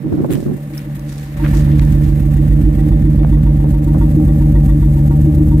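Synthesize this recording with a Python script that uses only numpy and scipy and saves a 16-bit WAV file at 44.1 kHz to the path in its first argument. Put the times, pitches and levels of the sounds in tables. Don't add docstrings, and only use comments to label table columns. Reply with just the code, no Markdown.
import sys
import numpy as np
from scipy import signal
from scipy.fft import rfft, irfft, next_fast_len
from scipy.io import wavfile
from scipy.ndimage import uniform_filter1d, minimum_filter1d

SR = 44100
rng = np.random.default_rng(int(sys.argv[2]) if len(sys.argv) > 2 else 0)


def unload_wav(signal):
    wavfile.write(
        sys.argv[1],
        SR,
        np.round(np.clip(np.atleast_2d(signal).T, -1, 1) * 32767).astype(np.int16),
    )


N = 246959
TIME = np.arange(N) / SR
FFT_SIZE = next_fast_len(N + SR // 2)
FREQ = np.maximum(np.arange(FFT_SIZE // 2 + 1) * SR / FFT_SIZE, 1)

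# time in seconds, crankshaft speed in rpm.
IDLE_SPEED = [(0.0, 874.3), (0.78, 868.5), (0.83, 852.7), (1.77, 874.7), (2.27, 859.3), (2.97, 892.8),
              (3.44, 868.7), (3.85, 873), (4.21, 905), (4.36, 879), (5.03, 855.3), (5.3, 891.5)]
# pulse strength, manifold travel time in ms.
FIRING_ORDER = [(1.084, 2.8), (0.92, 3.96), (1.1, 3.1), (0.57, 3.36), (1.02, 3.96), (1.44, 3.52),
                (1.32, 2.996), (1.1, 2.806), (1.47, 2.06), (0.77, 2.35)]
# time in seconds, share that burns from 0 to 1.
CATCH_EVENTS = [(0, 0.98), (4.13, 0.85), (4.95, 0.44), (5.09, 0.29), (5.23, 0.92), (5.36, 0.86),
                (5.5, 0.22)]
# frequency in Hz, width in Hz, signed gain.
SILENCER_MODES = [(52.83, 11.1, 0.608), (65.2, 82, -0.4594), (84.56, 77.3, 0.3925), (141.9, 13.2, -0.14),
                  (190, 16.3, -0.09), (254.1, 14, -0.042), (249.6, 2.4, -0.049), (325, 13, 0.039)]
# time in seconds, pulse level in dB, further gain of the deep bass in dB.
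MOUTH_EXPOSURE = [(0, -23.5, -25), (.85, -21.5, -10.5), (1.33, -25, 0.5), (1.45, -11, 1.5), (1.7, -9, 5),
                  (2.2, -13.5, 5), (2.9, -8.5, 1), (3.6, -11.5, 3.5), (4.3, -8, 1.5), (5.0, -11.5, 4),
                  (5.6, -8.5, 8.5)]
# firings after the bad one, half length in seconds, pitch in Hz,
# relative level in dB.
CHUFF_PATTERN = [(1.25, 0.0093, 312, -8), (3.5, 0.015, 309, -4.5), (7.4, 0.019, 297.7, -10),
                 (7.6, 0.0066, 528, -24), (9.4, 0.011, 228, -11)]
# frequency in Hz, width in Hz, relative level in dB.
PIPE_MODES = [(486, 50, 0.5), (573.7, 14.5, 6), (772, 11.3, 0), (1120, 43, -13)]
# time in seconds, relative levels of rush and of hiss in dB.
GAS_LEVELS = [(0.1, -47.5, -57.5), (0.4, -47.5, -52), (1.35, -42.5, -52.5), (1.44, -36, -46),
              (2.2, -43, -49), (3.4, -45, -53), (4.2, -45.5, -49.5), (5.6, -46.5, -50)]
# frequency in Hz, relative level in dB.
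RUSH_SPECTRUM = [(530, -13.5), (900, -19), (998, -11.5), (1260, -15), (1870, -10.5), (2940, -19.5),
                 (6000, -30), (7800, -59), (13200, -120)]
HISS_SPECTRUM = [(2350, -25), (4000, -10), (4690, -12.5), (5380, -10), (5890, -13.5), (6630, -4),
                 (7350, -8.5), (8370, -2.5), (9760, -7.5), (11600, -2), (12900, -3), (14800, -4),
                 (15600, -9)]
# frequency in Hz, width in Hz, dB over the rush.
WALL_MODES = [(1770, 75, -6), (1787, 69, -17), (2740, 4.1, 10), (3570, 18, -10), (3690, 6.3, 10)]
# firings after the bad one, dB over the steady hiss.
SPRAY_PUFFS = [(1.6, 3), (7.5, 2), (9.2, 5.5)]
# start in seconds, length in seconds, relative level in dB.
GUSTS = [(0.035, 0.12, -19.5), (0.118, 0.047, -12.5), (0.165, 0.13, -12.5), (0.287, 0.13, -13.5),
         (0.426, 0.01, -17), (0.448, 0.11, -15)]
# frequency in Hz, relative level in dB.
GUST_SPECTRUM = [(50, -10), (110, 3), (220, 3), (330, 2.5), (480, -11), (800, -27.5), (1500, -36.5),
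                 (3000, -54.5)]
# start in seconds, level in dB, centre in Hz, width in Hz, decay time in seconds.
TICK_EVENTS = [(.122, -42, 527, 344, 0.006), (0.2446, -13, 497, 197, .006),
               (0.7782, -33.5, 5360, 302, 0.0065), (.777, -27.5, 12700, 5000, 0.0016),
               (0.995, -35.5, 6910, 5850, 0.0015), (1.677, -28, 820, 302, 0.007),
               (1.7948, -21.5, 1600, 1900, 0.0019), (1.85, -31, 8000, 7000, 0.0028),
               (1.924, -35, 5100, 9000, .003), (2.914, -31.5, 800, 200, 0.008),
               (2.991, -31, 550, 193, 0.0075), (3.232, -27, 544.7, 493, 0.0071),
               (3.247, -17.5, 480, 450, 0.0019), (3.369, -21.5, 430, 200, 0.0076),
               (3.642, -23.5, 420, 199.4, 0.013), (3.945, -22, 450, 280, 0.015)]
# frequency in Hz, width in Hz, relative level in dB.
TAILPIPE_MODES = [(925, 15.2, -2), (1132, 30, -8), (1403, 34, -11), (1920, 50, -13.5), (2710, 20, -24),
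                  (3490, 40, -23), (3820, 60, -35)]
# time in seconds, relative level in dB.
RING_LEVELS = [(0, -66), (1.25, -46), (1.5, -33), (2.1, -52), (3.0, -50), (3.3, -43), (5.6, -36)]
# time in seconds, extra level in dB.
JOLT_ACCENTS = [(1.39, 5), (3.31, 5.5), (4.0, 5.5)]
# start and length in seconds, level in dB, centre and width in Hz.
SCUFF_STROKES = [(0.298, 0.064, -33.5, 2050, 3410), (0.304, 0.046, -32, 9700, 11600),
                 (0.314, 0.15, -45.5, 5000, 9050), (0.726, 0.11, -43, 2020, 2320),
                 (0.742, 0.06, -41.5, 12200, 6150), (1.059, 0.24, -44.5, 4540, 6900),
                 (1.438, 0.035, -27, 1500, 880), (1.46, 0.22, -47, 3600, 5840),
                 (1.541, 0.07, -37, 6000, 3600), (1.703, 0.15, -44, 2000, 2500),
                 (2.023, 0.1, -48.5, 3020, 6070)]
# time in seconds, left minus right in dB.
PIPE_BEARING = [(0, -8), (.7, 0), (1.35, -1), (2.1, -3.5), (4.2, -.5), (5.6, 0.5)]


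def undb(db):
    return 10 ** (np.asarray(db) / 20)


def curves(table):
    seconds, *columns = np.transpose(table)
    return [np.interp(TIME, seconds, column) for column in columns]


def unit(x):
    return x / np.sqrt(np.mean(x ** 2))


def through(x, response):
    return irfft(rfft(x, FFT_SIZE) * response, FFT_SIZE)[..., :N]


def resonance(hz, width_hz):
    return 1 / (1 + 1j * (FREQ ** 2 - hz ** 2) / (FREQ * width_hz))


def edge(hz, kind, order):
    return signal.freqs(*signal.butter(order, hz, kind, analog=True), FREQ)[1]


def colour(points):
    hz, db = np.transpose(points)
    band = abs(edge(hz[0] / 2, "high", 4) * edge(hz[-1] * 2, "low", 4))
    return undb(np.interp(np.log(FREQ), np.log(hz), db)) * band


def noise(shared):
    common, left, right = rng.standard_normal((3, N))
    return np.sqrt(shared) * common + np.sqrt(1 - shared) * np.array([left, right])


def flicker(spread_db, hold):
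    return undb(spread_db * rng.standard_normal(N // hold + 1)).repeat(hold)[:N]


def pulses(times, sizes):
    at = np.round(np.ravel(times) * SR).astype(int)
    inside = (at >= 0) & (at < N)
    return np.bincount(at[inside], np.ravel(sizes)[inside], N)


def swell(start, length):
    return np.interp((TIME - start) / length, [0, .12, .7, 1.25], [0, 1, .75, 0])


def per_cycle(events, arrivals):
    seconds, values = np.transpose(events)
    return np.bincount(abs(arrivals[:, :1] - seconds).argmin(axis=0), values, len(arrivals))


def crank(count=41):
    t = np.arange(N + SR) / SR
    cycles = np.cumsum(np.interp(t, *np.transpose(IDLE_SPEED))) / (120 * SR)
    starts = np.interp(np.arange(count + 1), cycles, t)
    phase = np.arange(len(FIRING_ORDER)) / len(FIRING_ORDER)
    travel_s = np.array(FIRING_ORDER)[:, 1] / 1000
    return starts, starts[:-1, None] + np.diff(starts)[:, None] * phase + travel_s


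def misfires(arrivals, depth=1.4, scatter=0.43):
    holes = depth + scatter * rng.standard_normal(len(arrivals))
    return holes * (1 - np.clip(per_cycle(CATCH_EVENTS, arrivals), 0, 1))


def exhaust(arrivals, miss, unsteady_db=0.72, bark_hz=303, late_s=0.037, burble_hz=305):
    sizes = np.array(FIRING_ORDER)[:, 0] * (1 + .08 * rng.standard_normal(arrivals.shape))
    sizes *= undb(unsteady_db * rng.standard_normal((len(arrivals), 1)))
    sizes[:, 0] -= miss
    train = pulses(arrivals + .00011 * rng.standard_normal(arrivals.shape), sizes)
    modes = sum(gain * resonance(hz, width) for hz, width, gain in SILENCER_MODES)
    muffling = edge(362, "low", 4) * abs(edge(256, "low", 8))
    low_cut = edge(45.8, "high", 3) * abs(edge(23, "high", 6))
    note = through(train, modes * muffling * low_cut)
    caught = pulses(arrivals[:, 0] + late_s, np.clip(1 - miss, 0, 1))
    note += 0.45 * through(caught, resonance(bark_hz, 8) * resonance(bark_hz, 57))
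    fronts = pulses(arrivals, rng.standard_normal(arrivals.shape))
    note += 0.021 * through(fronts, resonance(burble_hz, 34.6) * resonance(burble_hz, 50))
    level_db, bass_db = curves(MOUTH_EXPOSURE)
    bass = through(note, abs(edge(116.6, "low", 4)) ** 2)
    return (note + (undb(bass_db) - 1) * bass) * undb(level_db) / np.std(note)


def chuffs(starts, gain_db=1.83, follow=1.134, scatter_db=2.0, jitter_s=0.00047):
    out = 0
    for firing, half_s, hz, db in CHUFF_PATTERN:
        late, loud = rng.standard_normal((len(starts) - 1, 2)).T
        times = starts[:-1] + np.diff(starts) * firing / len(FIRING_ORDER) + jitter_s * late
        packet = SR * half_s * np.sqrt(np.pi) / 2 * np.exp(-(np.pi * half_s * (FREQ - hz)) ** 2)
        out = out + through(pulses(times, undb(db + scatter_db * loud)), packet)
    return out * undb(gain_db + follow * curves(MOUTH_EXPOSURE)[0])


def overtones(arrivals, miss, gain_db=-31, follow=0.53):
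    sizes = np.array(FIRING_ORDER)[:, 0] * undb(3 * rng.standard_normal(arrivals.shape))
    sizes[:, 0] *= np.clip(1 - miss, 0, 1)
    train = pulses(arrivals + 0.000047 * rng.standard_normal(arrivals.shape), sizes)
    modes = sum(undb(db) * resonance(hz, width) for hz, width, db in PIPE_MODES)
    ring = through(unit(train) + noise(shared=1), modes * edge(327, "high", 4) * edge(1100, "low", 3))
    return unit(ring) * undb(gain_db + follow * curves(MOUTH_EXPOSURE)[0])


def gas(starts, throb=0.16, puff_scatter_db=2.0, puff_half_firings=0.55):
    cylinders = len(FIRING_ORDER)
    firing = np.interp(TIME, starts, np.arange(len(starts))) * cylinders
    count = len(starts) * cylinders
    puff_db = puff_scatter_db * np.interp(firing, np.arange(count), rng.standard_normal(count))
    for at, db in SPRAY_PUFFS:
        away = (firing - at + cylinders / 2) % cylinders - cylinders / 2
        puff_db += db * np.exp(-(away / puff_half_firings) ** 2)
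    wall = 1 + sum(undb(db) * resonance(hz, width) for hz, width, db in WALL_MODES)
    flow = noise(shared=0.045) * (1 + throb * np.cos(2 * np.pi * firing)) * undb(0.68 * puff_db)
    rush = unit(through(flow, colour(RUSH_SPECTRUM) * wall))
    droplets = flicker(spread_db=1.5, hold=32) * noise(shared=0.033)
    hiss = unit(through(droplets, colour(HISS_SPECTRUM)))
    rush_db, hiss_db = curves(GAS_LEVELS)
    return rush * undb(rush_db - 1) + hiss * undb(hiss_db + 1.5 + puff_db)


def buffets(left_db=-3, right_db=1):
    eddies = flicker(spread_db=2.5, hold=128) * noise(shared=0.11)
    air = unit(through(eddies, colour(GUST_SPECTRUM)))
    envelope = sum(undb(db) * swell(start, length) for start, length, db in GUSTS)
    return air * envelope * undb([[left_db], [right_db]])


def ticks():
    white, out = noise(shared=0.07), 0
    for start, db, hz, width, decay in TICK_EVENTS:
        body = resonance(hz, width) * edge(hz + 3 * width, "low", 3)
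        burst = white * (TIME > start) * np.exp(-abs(TIME - start) / decay)
        out = out + undb(db) * through(burst, body / np.sqrt(np.mean(abs(body) ** 2)))
    return out


def tailpipe(arrivals, miss, gain_db=8.5, delay_s=.008, gap_s=0.0067, rattle=0.34, rise_hz=80):
    knock = np.arange(4)
    chance = rng.random((len(arrivals), len(knock)))
    times = arrivals[:, :1] + delay_s + gap_s * (knock + chance - .5)
    jolt_db = np.interp(arrivals[:, 0], *np.transpose(RING_LEVELS)) + per_cycle(JOLT_ACCENTS, arrivals)
    jolt_db += rng.standard_normal(len(arrivals))
    jolt = np.clip(miss, 0, 1) * undb(jolt_db + gain_db)
    sizes = jolt[:, None] * rattle ** (knock / 2)
    modes = sum(undb(db) * SR / (2 * np.pi * width) * resonance(hz, width) * resonance(hz, rise_hz)
                for hz, width, db in TAILPIPE_MODES)
    return through(pulses(times, sizes), modes)


def tinkle(arrivals, miss, gain_db=-45, delay_s=0.01, rise_s=0.0086, above_hz=1700, skirt_hz=300):
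    sizes = miss * undb(rng.standard_normal(len(arrivals)))
    brush = through(pulses(arrivals[:, 0] + delay_s, sizes), 1 / (1 + 2j * np.pi * FREQ * rise_s) ** 2)
    modes = sum(undb(db) * resonance(hz, width) * resonance(hz, skirt_hz)
                for hz, width, db in TAILPIPE_MODES if hz > above_hz)
    return unit(through(brush * noise(shared=.1), modes)) * undb(gain_db + curves(MOUTH_EXPOSURE)[0])


def scuffs():
    grit, out = noise(shared=.2) * flicker(spread_db=4, hold=64), 0
    for start, length, db, hz, width in SCUFF_STROKES:
        rub = unit(through(grit, resonance(hz, width) * edge(hz + width, "low", 2)))
        out = out + undb(db) * swell(start, length) * rub
    return out


def scene(port_lag_s=0.00021):
    starts, arrivals = crank()
    miss = misfires(arrivals)
    pipe = exhaust(arrivals, miss) + chuffs(starts) + overtones(arrivals, miss) + tailpipe(arrivals, miss)
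    port_delays = np.exp(np.array([[-1], [1]]) * 1j * np.pi * FREQ * port_lag_s)
    pan_db = curves(PIPE_BEARING)[0]
    panned_pipe = through(pipe, port_delays) * undb(np.array([pan_db, -pan_db]) / 2)
    return panned_pipe + tinkle(arrivals, miss) + gas(starts) + buffets() + scuffs() + ticks()


def record(dry, ceiling=.94, top_hz=15550):
    window = int(.008 * SR)
    gain = np.minimum(1, ceiling / (abs(dry).max(axis=0) + 1e-9))
    held = minimum_filter1d(gain, 2 * window)
    smooth = uniform_filter1d(uniform_filter1d(held, window), window)
    return signal.sosfilt(signal.ellip(10, .2, 80, top_hz, fs=SR, output="sos"), dry * smooth)


dry = scene()
out = record(dry)
unload_wav(out)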